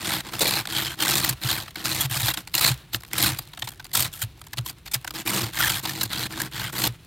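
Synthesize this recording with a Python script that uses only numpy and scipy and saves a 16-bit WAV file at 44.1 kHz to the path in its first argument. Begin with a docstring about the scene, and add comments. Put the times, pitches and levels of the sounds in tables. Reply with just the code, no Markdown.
"""A hard, gritty scraping comes in short strokes: a plastic scraper works over an iced windscreen.
The blade sticks and slips; each slip sets off cracks in the ice, shaped by resonances of the blade, and rings a flake.
Chips snap off as short bursts of cracks; the pane rumbles in its modes, knocks, and booms when it springs back.
Behind the strokes come hisses of ice dust and loose snow, made of filtered random clicks that follow
the grinding with a lag, over a faint low street noise."""
import sys
import numpy as np
from scipy import signal
from scipy.io import wavfile
from scipy.ndimage import uniform_filter1d

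SR = 44100
rng = np.random.default_rng(int(sys.argv[2]) if len(sys.argv) > 2 else 0)


def transcribe(signal):
    """Save signal, clipped to [-1, 1], as a 16-bit WAV file at the path in sys.argv[1]."""
    frames = np.atleast_2d(signal).T
    limited = np.clip(frames, -1, 1)
    pcm = np.round(limited * 32767).astype(np.int16)
    wavfile.write(sys.argv[1], SR, pcm)


N = 311346

# Loud chips snapping off and taps of the blade. Each row: crest time in seconds, relative level in dB,
# relative treble share in dB, length in seconds, ring frequency in Hz.
CHIP_EVENTS = [(0.136, -20, -6, 0.004, 4330), (0.338, -23, -14, 0.0051, 1320), (.394, -19, -2, .0046, 3500),
               (0.409, -16.5, -7, 0.0048, 3880), (.419, -16, -3, 0.0082, 3570),
               (.478, -20.5, -2, 0.0074, 4040), (0.599, -24, -12, 0.0036, 3940),
               (.655, -23.5, -13, 0.0027, 1460), (0.673, -19, -7, .0018, 3720),
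               (1.005, -16, -6, .003, 3130), (1.024, -15, -3, 0.0047, 3130),
               (1.081, -12.5, -7, 0.0021, 3680), (1.155, -16, 0, .002, 3620),
               (1.182, -17.5, -3, 0.0047, 3600), (1.247, -15, -2, 0.0042, 1950),
               (1.294, -16, 4, .006, 4450), (1.436, -23, -6, .0036, 3720), (1.681, -33, -14, 0.0036, 1300),
               (1.758, -26, -7, .0034, 2200), (1.856, -15.5, -6, 0.0031, 1290),
               (1.916, -23, -16, 0.0028, 4100), (2.011, -16.5, 3, 0.0092, 3360),
               (2.283, -14.5, -9.5, 0.0038, 4500), (2.341, -23.5, -4, 0.0064, 3280),
               (2.374, -21.5, -10, 0.0031, 3160), (2.475, -26.5, -8, 0.003, 2310),
               (2.542, -17, -7, 0.0037, 4150), (2.552, -14, 1, 0.004, 2760), (2.582, -24, 2, 0.0075, 1930),
               (2.946, -12.5, -10, 0.0015, 3450), (3.035, -29, -16, 0.0011, 1090),
               (3.05, -36, -10, 0.0025, 3380), (3.133, -17, -4, 0.0015, 2150),
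               (3.183, -15.5, -3, 0.0057, 3850), (3.227, -12, 3, .002, 4000),
               (3.389, -21.5, -5, 0.0048, 4730), (3.535, -35.5, -10, 0.0039, 3800),
               (3.575, -29.5, -11, 0.0039, 3690), (3.596, -28, 1, 0.0021, 4460),
               (3.623, -23, -14, 0.005, 1850), (3.645, -34, -3, 0.0087, 3600),
               (3.676, -27, -10, 0.0058, 920), (3.689, -28.5, -1, 0.0033, 4030),
               (3.72, -37, -5, 0.0056, 3320), (3.799, -36, -17, .0057, 1540),
               (3.845, -34.5, 2, 0.0021, 4630), (3.853, -33.5, -15, 0.0034, 4720),
               (3.938, -21.5, 5, 0.0097, 4340), (4.137, -32.5, 7, 0.0032, 3470),
               (4.416, -31.5, -7, 0.0031, 1270), (4.47, -37, -7, .0038, 960),
               (4.534, -24.5, -10, .0048, 1720), (4.663, -25.5, -3, 0.0048, 1020),
               (4.698, -27, -3.5, 0.0044, 4700), (4.918, -29, 1, 0.0069, 3550), (4.938, -20, 2, .004, 2460),
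               (5.047, -25.5, -7.5, 0.0036, 1560), (5.077, -22, -6, 0.0034, 1480),
               (5.108, -24, -7, 0.0029, 1250), (5.276, -15.5, -6.5, .0048, 2400),
               (5.302, -17.5, -3, .0045, 2140), (5.647, -20, 3, 0.00275, 1670),
               (5.701, -20, 2, .0031, 3050), (5.855, -19.5, -13, .007, 936),
               (5.895, -21.5, -4.5, .0054, 1770), (6.013, -17.5, -5.5, .0068, 3930),
               (6.034, -18.5, 3, .005, 1614), (6.132, -21.5, -4, 0.0026, 3850),
               (6.376, -25, -15, .0023, 1100), (6.402, -20, -9, 0.0047, 1630),
               (6.418, -19.5, 3, 0.0031, 1800), (6.841, -15.5, -9.5, 0.0049, 4270),
               (6.874, -16, -2, 0.0027, 3460)]
# Spectrum of cracking ice. Each row: frequency in Hz, relative density in dB per Hz.
FRACTURE_SPECTRUM = [(450, -14), (800, 2.5), (1400, -3), (2000, 1), (2700, -1), (4000, 4), (5600, -3.5),
                     (8000, -2.5), (12000, -4), (16000, -22)]
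# Spectrum of falling snow and ice dust. Each row: frequency in Hz, relative density in dB per Hz.
SNOW_SPECTRUM = [(450, 10.5), (1100, 12.5), (2000, 11.5), (3000, 13), (4300, 12), (6000, -3.5), (9000, 8.5),
                 (12000, -13), (16000, 17)]


def arm():
    """Friction grows with pressure: each stroke bears down to a crest and eases, driving ice and pane."""
    # Strokes and short drags of the blade. Each row: start in seconds, end in seconds, crest as a share of
    # the length, relative grinding level at the crest in dB, rise before it in dB, fall after it in dB,
    # relative treble share in dB, pane drumming and pane flexing in dB against the grinding,
    # wrist angle as dB of blade ring.
    strokes = [(0, 0.212, 0.41, -25, 12.5, 6.3, -6.5, -6, -10, 1),
               (0.233, 0.31, 0.55, -35, 14, 11, -9.5, -1.5, -20, -8),
               (0.317, 0.388, .2, -34, 6, 1, -6.5, 0.5, -2, 6),
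               (.407, 0.622, 0.83, -24, -0.5, 10.4, -6.5, -8, -11.5, -8),
               (0.685, 0.946, 0.37, -26.5, 10, 13.3, -5.5, -5.5, -7, 10),
               (0.972, 1.076, 0.59, -24.5, 16.5, 1.3, -5.5, -4.5, -15, 6),
               (1.086, 1.339, 0.21, -22, -2.5, 10.4, -4, -7, -8.5, 1),
               (1.412, 1.701, 0.36, -23.5, 12.5, 31.6, -6, -9.5, -9.5, 3.5),
               (1.758, 1.853, .55, -40, 3, 1.8, -4.5, 3, -12, 10.5),
               (1.844, 2.063, 1, -28, -3, 5, -4.5, -7.5, -6.5, -1.5),
               (2.098, 2.32, 0.87, -24, 4, 2.5, -3, -15.5, -13.5, 5),
               (2.368, 2.42, .15, -33, 9, 11, -5, -2.5, -10, -1),
               (2.538, 2.598, 1, -20, 13, 3, -4.5, -32, -23, -3),
               (2.608, 2.734, 0.55, -20, -3, 19, -4, -13, -10, -1),
               (2.916, 2.969, 0.4, -24.5, 54, 14, -4.5, -14, -12, -5),
               (3.108, 3.389, 0.51, -19, 24, 32, -5.5, -8.5, -7.5, 2.5),
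               (3.371, 3.45, .1, -42, 0, 12, -3, -19, -15, -5),
               (3.949, 4.079, 0.47, -20.5, -2, 13.7, -1.5, -19.5, -8.5, 4),
               (4.13, 4.217, .15, -41.5, -9, 1.6, 1.5, -27, -16, 8),
               (4.212, 4.247, 0.26, -25, 8, 18, 6, -23, -18, 11.5),
               (4.573, 4.594, 0.53, -22.5, 8, 20, -8, -13, -1, 1),
               (4.653, 4.711, 0.63, -35, 2.5, 4, 0, -14, -24, 6),
               (4.857, 4.885, 0.27, -35, 10, 5.3, -7.5, -20, -26, 0),
               (4.935, 4.965, 0.19, -18, 6, 25, -1.5, -39, -22, 1),
               (5.141, 5.232, 0.69, -32.5, -2, 15, -5.5, -3, -10, 7.5),
               (5.256, 5.515, 0.46, -22, 8.5, 23.3, -5, -3, -9, -2),
               (5.525, 5.8, .35, -22.5, 18, 8.4, -3, -13, -8.5, 10.5),
               (5.83, 6.069, 1, -34.5, -1.5, 9, -5, -1, -2.5, -4),
               (6.096, 6.273, 0.64, -28.5, 10, 4.9, -5.5, -4, -5, 10),
               (6.295, 6.487, 0.85, -34.5, 4.5, 17, -6, 1.5, -2, 5.5),
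               (6.514, 6.705, 0.49, -29, 11.5, 11, -7, -9, -2.5, 9.5),
               (6.725, 6.895, 0.87, -23, 11, 31, -4.5, -5, -6.5, 2)]
    bend = 1.51  # of the rise and the fall; 1 is a straight ramp in dB
    brightens = 0.16  # dB of treble share per dB of pressure
    drum_follows, flex_follows = 0.81, 0.72  # share of the pressure change in dB that the pane follows
    flex_build_db = 1.5  # the pane flexes more towards the end of a stroke
    frost_db, frost_patches_per_s = .9, 44  # uneven thickness of the frost
    flex_lag_s = 0.016  # the whole pane follows the blade this slowly
    edge_s = 0.0094  # the blade bites and lifts this fast

    grind, treble_db, drum, flex, wrist_db = np.zeros((5, N))
    for start, end, crest, db, rise_db, fall_db, bright_db, drum_db, flex_db, angle_db in strokes:
        at = np.arange(max(int(start * SR), 0), min(int(end * SR), N))
        way = np.linspace(0, 1, len(at))
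        crest = np.clip(crest, .05, .95)
        before = np.maximum(1 - way / crest, 0)
        after = np.maximum((way - crest) / (1 - crest), 0)
        pressure_db = -rise_db * before ** bend - fall_db * after ** bend
        grind[at] = from_db(db + pressure_db)
        drum[at] = from_db(db + drum_db + drum_follows * pressure_db)
        build_db = flex_build_db * (way - 1.0)
        flex[at] = from_db(db + flex_db + flex_follows * pressure_db + build_db)
        treble_db[at] = bright_db + brightens * (pressure_db - pressure_db.mean())
        wrist_db[at] = angle_db
    grind = grind * from_db(frost_db * drift(frost_patches_per_s))
    controls = grind, treble_db, drum, lagging(flex, flex_lag_s), wrist_db
    return [uniform_filter1d(control, max(int(edge_s * SR), 2)) for control in controls]


def slip_train(per_s, unevenness, spread_db):
    """Stick-slip: impulses at uneven intervals (median 1 / per_s), each with another force."""
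    gap, force = rng.standard_normal((2000, 2)).T
    at = (np.cumsum(np.exp(unevenness * gap)) * SR / per_s).astype(int)
    train = np.zeros(N)
    train[at[at < N]] = from_db(spread_db * np.clip(force, -2, 1.5))[at < N]
    return train


def crumble(slips, rise_s, colour_db, drag):
    """Avalanche: each slip releases a short swell of cracks, over the even drag of the edge."""
    at = np.flatnonzero(slips)
    forces = np.zeros(N)
    forces[at] = slips[at] * from_db(colour_db * rng.standard_normal(len(at)))
    # Two equal real poles: the response rises for rise_s, then dies away.
    r = np.exp(-1 / (rise_s * SR))
    avalanches = signal.lfilter([1], [1, -2 * r, r * r], forces + 1e-18)
    return rms_one(avalanches) + drag


def scraping(slips, grind, treble_db):
    """Brittle fracture as dense random cracks; slips and frost patches vary separately in each band."""
    out = np.zeros(N)
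    cracks = [grains(per_s=9000, spread_db=-1.0) for _ in range(2)]
    for k, (low, high, gain) in enumerate(bands(FRACTURE_SPECTRUM, count=20)):
        bursts = evened(crumble(slips, rise_s=.0013, colour_db=3.0, drag=.7), span_s=.025)
        patches = from_db(1.7 * drift(35))
        colour = gain * patches * tilt(treble_db + 3.5, np.sqrt(low * high), slope=1.0)
        out += band(cracks[k % 2] * bursts * grind * colour, low, high)
    return from_db(-1.49) * out


def flaking(slips, grind):
    """Size sets pitch: each slip rings a flake of ice, and smaller flakes ring higher, shorter and louder."""
    pitches_hz = np.geomspace(1200, 5000, num=28)
    at = np.flatnonzero(slips)
    out = np.zeros(N)
    for i, hz, luck in zip(at, rng.choice(pitches_hz, len(at)), rng.standard_normal(len(at))):
        size = np.sqrt(2500 / hz)  # 1 for a flake that rings at 2500 Hz
        strength = from_db(4 * min(luck, 1.6)) / size
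        add(out, i / SR, strength * ring(hz, rise_s=.002 * size))
    return from_db(-10) * grind * rms_one(out)


def chipping(colour_db, bass_linger):
    """Fracture bursts: a chip cracks for milliseconds, longer in the bass, and rings as it breaks away."""
    out = np.zeros(N)
    cracks = [grains(per_s=16000, spread_db=1.5) for _ in range(2)]
    crumbs = crumbling(count=4)
    for k, (low, high, gain) in enumerate(bands(FRACTURE_SPECTRUM, count=16)):
        hz = np.sqrt(low * high)
        bursts = crumbs * from_db(2.6 * drift(45))
        lucks = rng.standard_normal(len(CHIP_EVENTS))
        for (s, db, treble_db, length_s, _), luck in zip(CHIP_EVENTS, lucks):
            strength = from_db(db + colour_db * luck) * tilt(treble_db + 5.0, hz, slope=1.0)
            rise_s = 0.81 * length_s
            burst = swell(rise_s * (4000 / hz) ** bass_linger) ** 2
            add(bursts, s - rise_s, strength * burst)
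        out += gain * band(cracks[k % 2] * bursts, low, high)
    for s, db, _, length_s, ring_hz in CHIP_EVENTS:
        add(out, s - length_s / 2, from_db(db - 1) * ring(ring_hz, rise_s=length_s / 2))
    return from_db(-4.0) * out


def crumbling(count):
    """Secondary fracture: level of the few small crumbs that give way at random around each chip."""
    level_db, spread_db, scatter_s, rise_s = -44, 3, 0.028, 0.0016
    out = np.zeros(N)
    for (s, *_), draws in zip(CHIP_EVENTS, rng.standard_normal((len(CHIP_EVENTS), count, 2))):
        for when, luck in draws:
            strength = from_db(level_db + spread_db * min(luck, 1.5))
            add(out, s + scatter_s * when, strength * swell(rise_s) ** 2)
    return out


def tilt(brighter_db, hz, slope):
    """Spectral tilt: hard ice breaks brighter, soft frost duller, pivoting about 5 kHz."""
    return from_db(slope * np.clip(brighter_db, -6, 5) * np.tanh(np.log2(hz / 5000)))


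def blade(x, wrist_db):
    """Modal filtering: the scraper colours every crack, and its bending modes shift as the wrist turns."""
    # Bending modes of the blade. Each row: frequency in Hz, width in Hz, gain in dB before the shifts.
    bending = [(1520, 324, 2.5), (3190, 220, -0.5), (4120, 430, 5)]
    # Resonances of the edge. Each row: frequency in Hz, width in Hz, gain in dB.
    edge_modes = [(7190, 160, 4.5), (8760, 860, 3.5), (10480, 1600, -5.5), (11850, 1250, 4.5),
                  (14740, 1000, 13)]
    # Slow shift of the highest bending mode. Each row: time in seconds, shift in dB.
    top_ring = [(.1, -4.5), (.45, 1), (.8, -3.5), (1.15, -0.5), (1.55, -2), (2.55, -4.5), (2.66, -0.5),
                (3.2, -3.5), (5.65, -6.5), (6.15, 0), (6.85, -6)]
    # How strongly the two lower bending modes follow the wrist angle: one share for each [ratio].
    wrist_shares = [0.57, 0.86]
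    wobble_db, wobbles_per_s = 2.0, 14

    shifts_db = [share * wrist_db for share in wrist_shares]
    shifts_db.append(np.interp(np.arange(N) / SR, *np.transpose(top_ring)))
    for (hz, width_hz, db), shift_db in zip(bending, shifts_db):
        gain = from_db(db + shift_db + wobble_db * drift(wobbles_per_s))
        x = x + (gain - 1) * resonate(x, hz, width_hz)
    for hz, width_hz, db in edge_modes:
        x = x + (from_db(db) - 1) * resonate(x, hz, width_hz)
    return from_db(-2.0) * x


def pane(slips, modes):
    """Forced vibration: noise bursts at the slips shake the glass in its modes, with slow level about 1."""
    force = rng.standard_normal(N) * crumble(slips, rise_s=0.00088, colour_db=5.5, drag=0.67)
    shaking = np.zeros(N)
    for k, (hz, width_hz, db) in enumerate(modes):
        shaking += (-1) ** k * from_db(db) * resonate(force, hz, width_hz)  # signs alternate
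    return evened(shaking, span_s=0.034)


def jolts():
    """Impact coupling: level of the shaking that each chip passes to the pane, in proportion to its own."""
    out = np.zeros(N)
    for s, db, *_ in CHIP_EVENTS:
        add(out, s, from_db(db) * swell(rise_s=0.0078))
    return out


def blows():
    """Damped free vibration: deep booms of the whole pane and short knocks against ridges of ice."""
    # The pane springs back as the load changes. Each row: start in seconds, relative level in dB,
    # frequency in Hz.
    booms = [(1.301, -21.5, 131), (1.446, -19.5, 121), (2.048, -21, 131), (2.107, -23, 119),
             (2.164, -22.5, 130), (2.227, -19, 115), (2.274, -29, 123), (2.703, -16.5, 128),
             (2.946, -24.5, 115), (3.322, -26, 112), (3.39, -35, 132), (3.631, -30.5, 119),
             (4.232, -22, 111), (4.533, -37, 120), (4.59, -20.5, 120), (4.955, -26.5, 125),
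             (5.43, -21, 114), (6.054, -30, 110), (6.886, -24, 119)]
    # The blade rams a ridge of ice. Each row: start in seconds, relative level in dB.
    knocks = [(0.408, -17), (0.417, -11), (0.428, -13), (0.451, -15.5), (0.461, -18), (0.487, -21)]
    out = np.zeros(N)
    for s, db, hz in booms:
        add(out, s, from_db(db - 2.0) * ring(hz, rise_s=0.011))
        add(out, s, from_db(db - 23.5) * ring(64.5, rise_s=0.035))
    for s, db in knocks:
        add(out, s, from_db(db - 5.5) * ring(514, rise_s=0.0013))
    return out


def spray(grind):
    """Many small impacts: ice dust patters on the glass, its level lagging the grinding."""
    dust = coloured(SNOW_SPECTRUM, grains(per_s=5000, spread_db=3.0))
    return from_db(-17) * lagging(grind, lag_s=.018) * dust


def loose_snow(grind):
    """Granular flow: powder stirred by each stroke hisses unevenly, with coarser crumbs ticking in it."""
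    rest_db, stirred_db, settle_s = -60.5, -24, 0.092  # level at rest; share of the grinding; die-down
    level = from_db(rest_db) + from_db(stirred_db) * lagging(grind, settle_s)
    powder = coloured(SNOW_SPECTRUM, grains(per_s=7000, spread_db=3.5)) * from_db(2 * drift(55))
    crumb_train = slip_train(per_s=35, unevenness=.8, spread_db=6)
    falls = crumble(crumb_train, rise_s=.001, colour_db=2, drag=0)
    crumbs = falls * rms_one(band(rng.standard_normal(N), 1000, 22000))
    return level * (powder + from_db(-8) * crumbs)


def quiet_street():
    """Broadband background: steady noise with most of its power in the bass."""
    # Spectrum of the street. Each row: frequency in Hz, relative density in dB per Hz.
    street_spectrum = [(25, -29), (45, 6), (70, 1), (130, 4.5), (200, -16.5), (320, -8.5), (500, -45),
                       (1500, -67), (4000, -107)]
    return from_db(-50) * coloured(street_spectrum, rng.standard_normal(N))


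def ears(mid):
    """Decorrelation: only the treble differs between the two channels, and it does so at random."""
    treble = signal.ellip(8, .5, 70, 4200, "high", fs=SR, output="sos")
    wander = rms_one(band(rng.standard_normal(N), 100, 500))
    side = from_db(-12.5) * signal.sosfilt(treble, band(mid, 4000, 17000) * wander)
    return np.array([mid + side, mid - side])


def grains(per_s, spread_db):
    """Random point process: tiny clicks of random sign and uneven size, rms 1."""
    sizes = from_db(spread_db * np.minimum(rng.exponential(1, N), 4)) * rng.choice([-1, 1], N)
    return rms_one(sizes * (rng.random(N) < per_s / SR))


def swell(rise_s):
    """Critically damped envelope: it peaks at 1 after rise_s and dies away."""
    rise = max(rise_s * SR, 2)
    age = np.arange(10 * int(rise)) / rise
    return age * np.exp(1 - age)


def ring(hz, rise_s):
    """Heavily damped vibration: a sine that builds up and dies away."""
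    shape = swell(rise_s)
    return shape * np.sin(2 * np.pi * hz * np.arange(len(shape)) / SR)


def resonate(x, hz, width_hz):
    """Damped resonator: one mode as a two-pole filter, gain about 1 at its peak."""
    r = np.exp(-np.pi * width_hz / SR)
    feedback = [1, -2 * r * np.cos(2 * np.pi * hz / SR), r * r]
    return signal.lfilter(np.array([1, 0, -1]) * (1 - r * r) / 2, feedback, x + 1e-18)


def lagging(x, lag_s):
    """First-order relaxation: a level that follows x with the time constant lag_s."""
    r = np.exp(-1 / (lag_s * SR))
    return signal.lfilter([1 - r], [1, -r], x + 1e-18)


def drift(rate):
    """Slow random fluctuation: straight lines between chance values, rate values a second, rms 1."""
    knots = rng.standard_normal(int(8 * rate) + 2)
    position = np.arange(N) / SR * rate + rng.random()
    return rms_one(np.interp(position, np.arange(len(knots)), knots))


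def bands(spectrum, count):
    """Band analysis: rows (low Hz, high Hz, gain) that shape white noise while keeping its power."""
    hz, db = np.transpose(spectrum)
    edges = np.geomspace(hz[0], hz[-1], count + 1)
    log_centres = np.log(edges[:-1] * edges[1:]) / 2
    gains = from_db(np.interp(log_centres, np.log(hz), db))
    power = np.sum(gains ** 2 * np.diff(edges)) * 2 / SR
    return zip(edges, edges[1:], gains / np.sqrt(power))


def coloured(spectrum, x):
    """Spectral shaping: a white source summed from weighted bands, rms 1."""
    out = np.zeros(N)
    for k, (low, high, gain) in enumerate(bands(spectrum, count=11)):
        # Thirds of a second apart, neighbouring bands do not click together.
        out += gain * band(np.roll(x, k * SR // 3), low, high)
    return rms_one(out)


def band(x, low_hz, high_hz):
    """Band-pass filtering: keep only the range between two frequencies."""
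    edges_hz = [low_hz, min(high_hz, .45 * SR)]
    return signal.sosfilt(signal.butter(2, edges_hz, "band", fs=SR, output="sos"), x + 1e-18)


def evened(x, span_s):
    """Level normalisation: the same texture with its slow rms level brought to about 1."""
    size = max(int(span_s * SR), 2)
    power = uniform_filter1d(uniform_filter1d(x * x, size), size)
    return x / np.sqrt(np.abs(power) + 1e-12)


def rms_one(x):
    """Normalisation to unit mean power."""
    return x / np.sqrt(np.mean(x ** 2) + 1e-20)


def from_db(db):
    """Logarithmic level: decibels to an amplitude factor."""
    return 10 ** (np.asarray(db) / 20)


def add(out, s, sound):
    """Superposition: mix a sound in from time s in seconds."""
    start = int(np.clip(s * SR, 0, N - 1))
    out[start:start + len(sound)] += sound[:N - start]


def scene():
    """Common excitation: one train of slips drives both the ice under the blade and the pane beneath."""
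    # Lower modes of the pane, flexing. Each row: frequency in Hz, width in Hz, relative level in dB.
    flex_modes = [(67.3, 9, 0), (95, 38, 0), (132.8, 21.3, 8)]
    # Higher modes of the pane, drumming. Each row: frequency in Hz, width in Hz, relative level in dB.
    drum_modes = [(186, 17.6, 7.5), (322.5, 27, 9), (464, 43, -3), (726, 1300, -9.5)]
    grind, treble_db, drum, flex, wrist_db = arm()
    slips = slip_train(per_s=150, unevenness=.55, spread_db=2.0)

    cracking = scraping(slips, grind, treble_db) + flaking(slips, grind)
    cracking += chipping(colour_db=2.5, bass_linger=0.053)
    ice = blade(cracking, wrist_db)

    jolt = jolts()
    drum = np.hypot(drum, from_db(-21.5) * jolt)  # powers add
    flex = np.hypot(flex, from_db(-24.5) * jolt)
    drumming = from_db(-4.0) * drum * pane(slips, drum_modes)
    flexing = from_db(-2.5) * flex * pane(slips, flex_modes)
    glass = drumming + flexing + blows()
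    return ears(ice + glass + spray(grind) + loose_snow(grind) + quiet_street())


def record(dry):
    """Low-pass filtering: the top is cut steeply above 16.1 kHz."""
    return signal.sosfilt(signal.ellip(10, .3, 80, 16100, fs=SR, output="sos"), dry)


dry = scene()
out = record(dry)
transcribe(out)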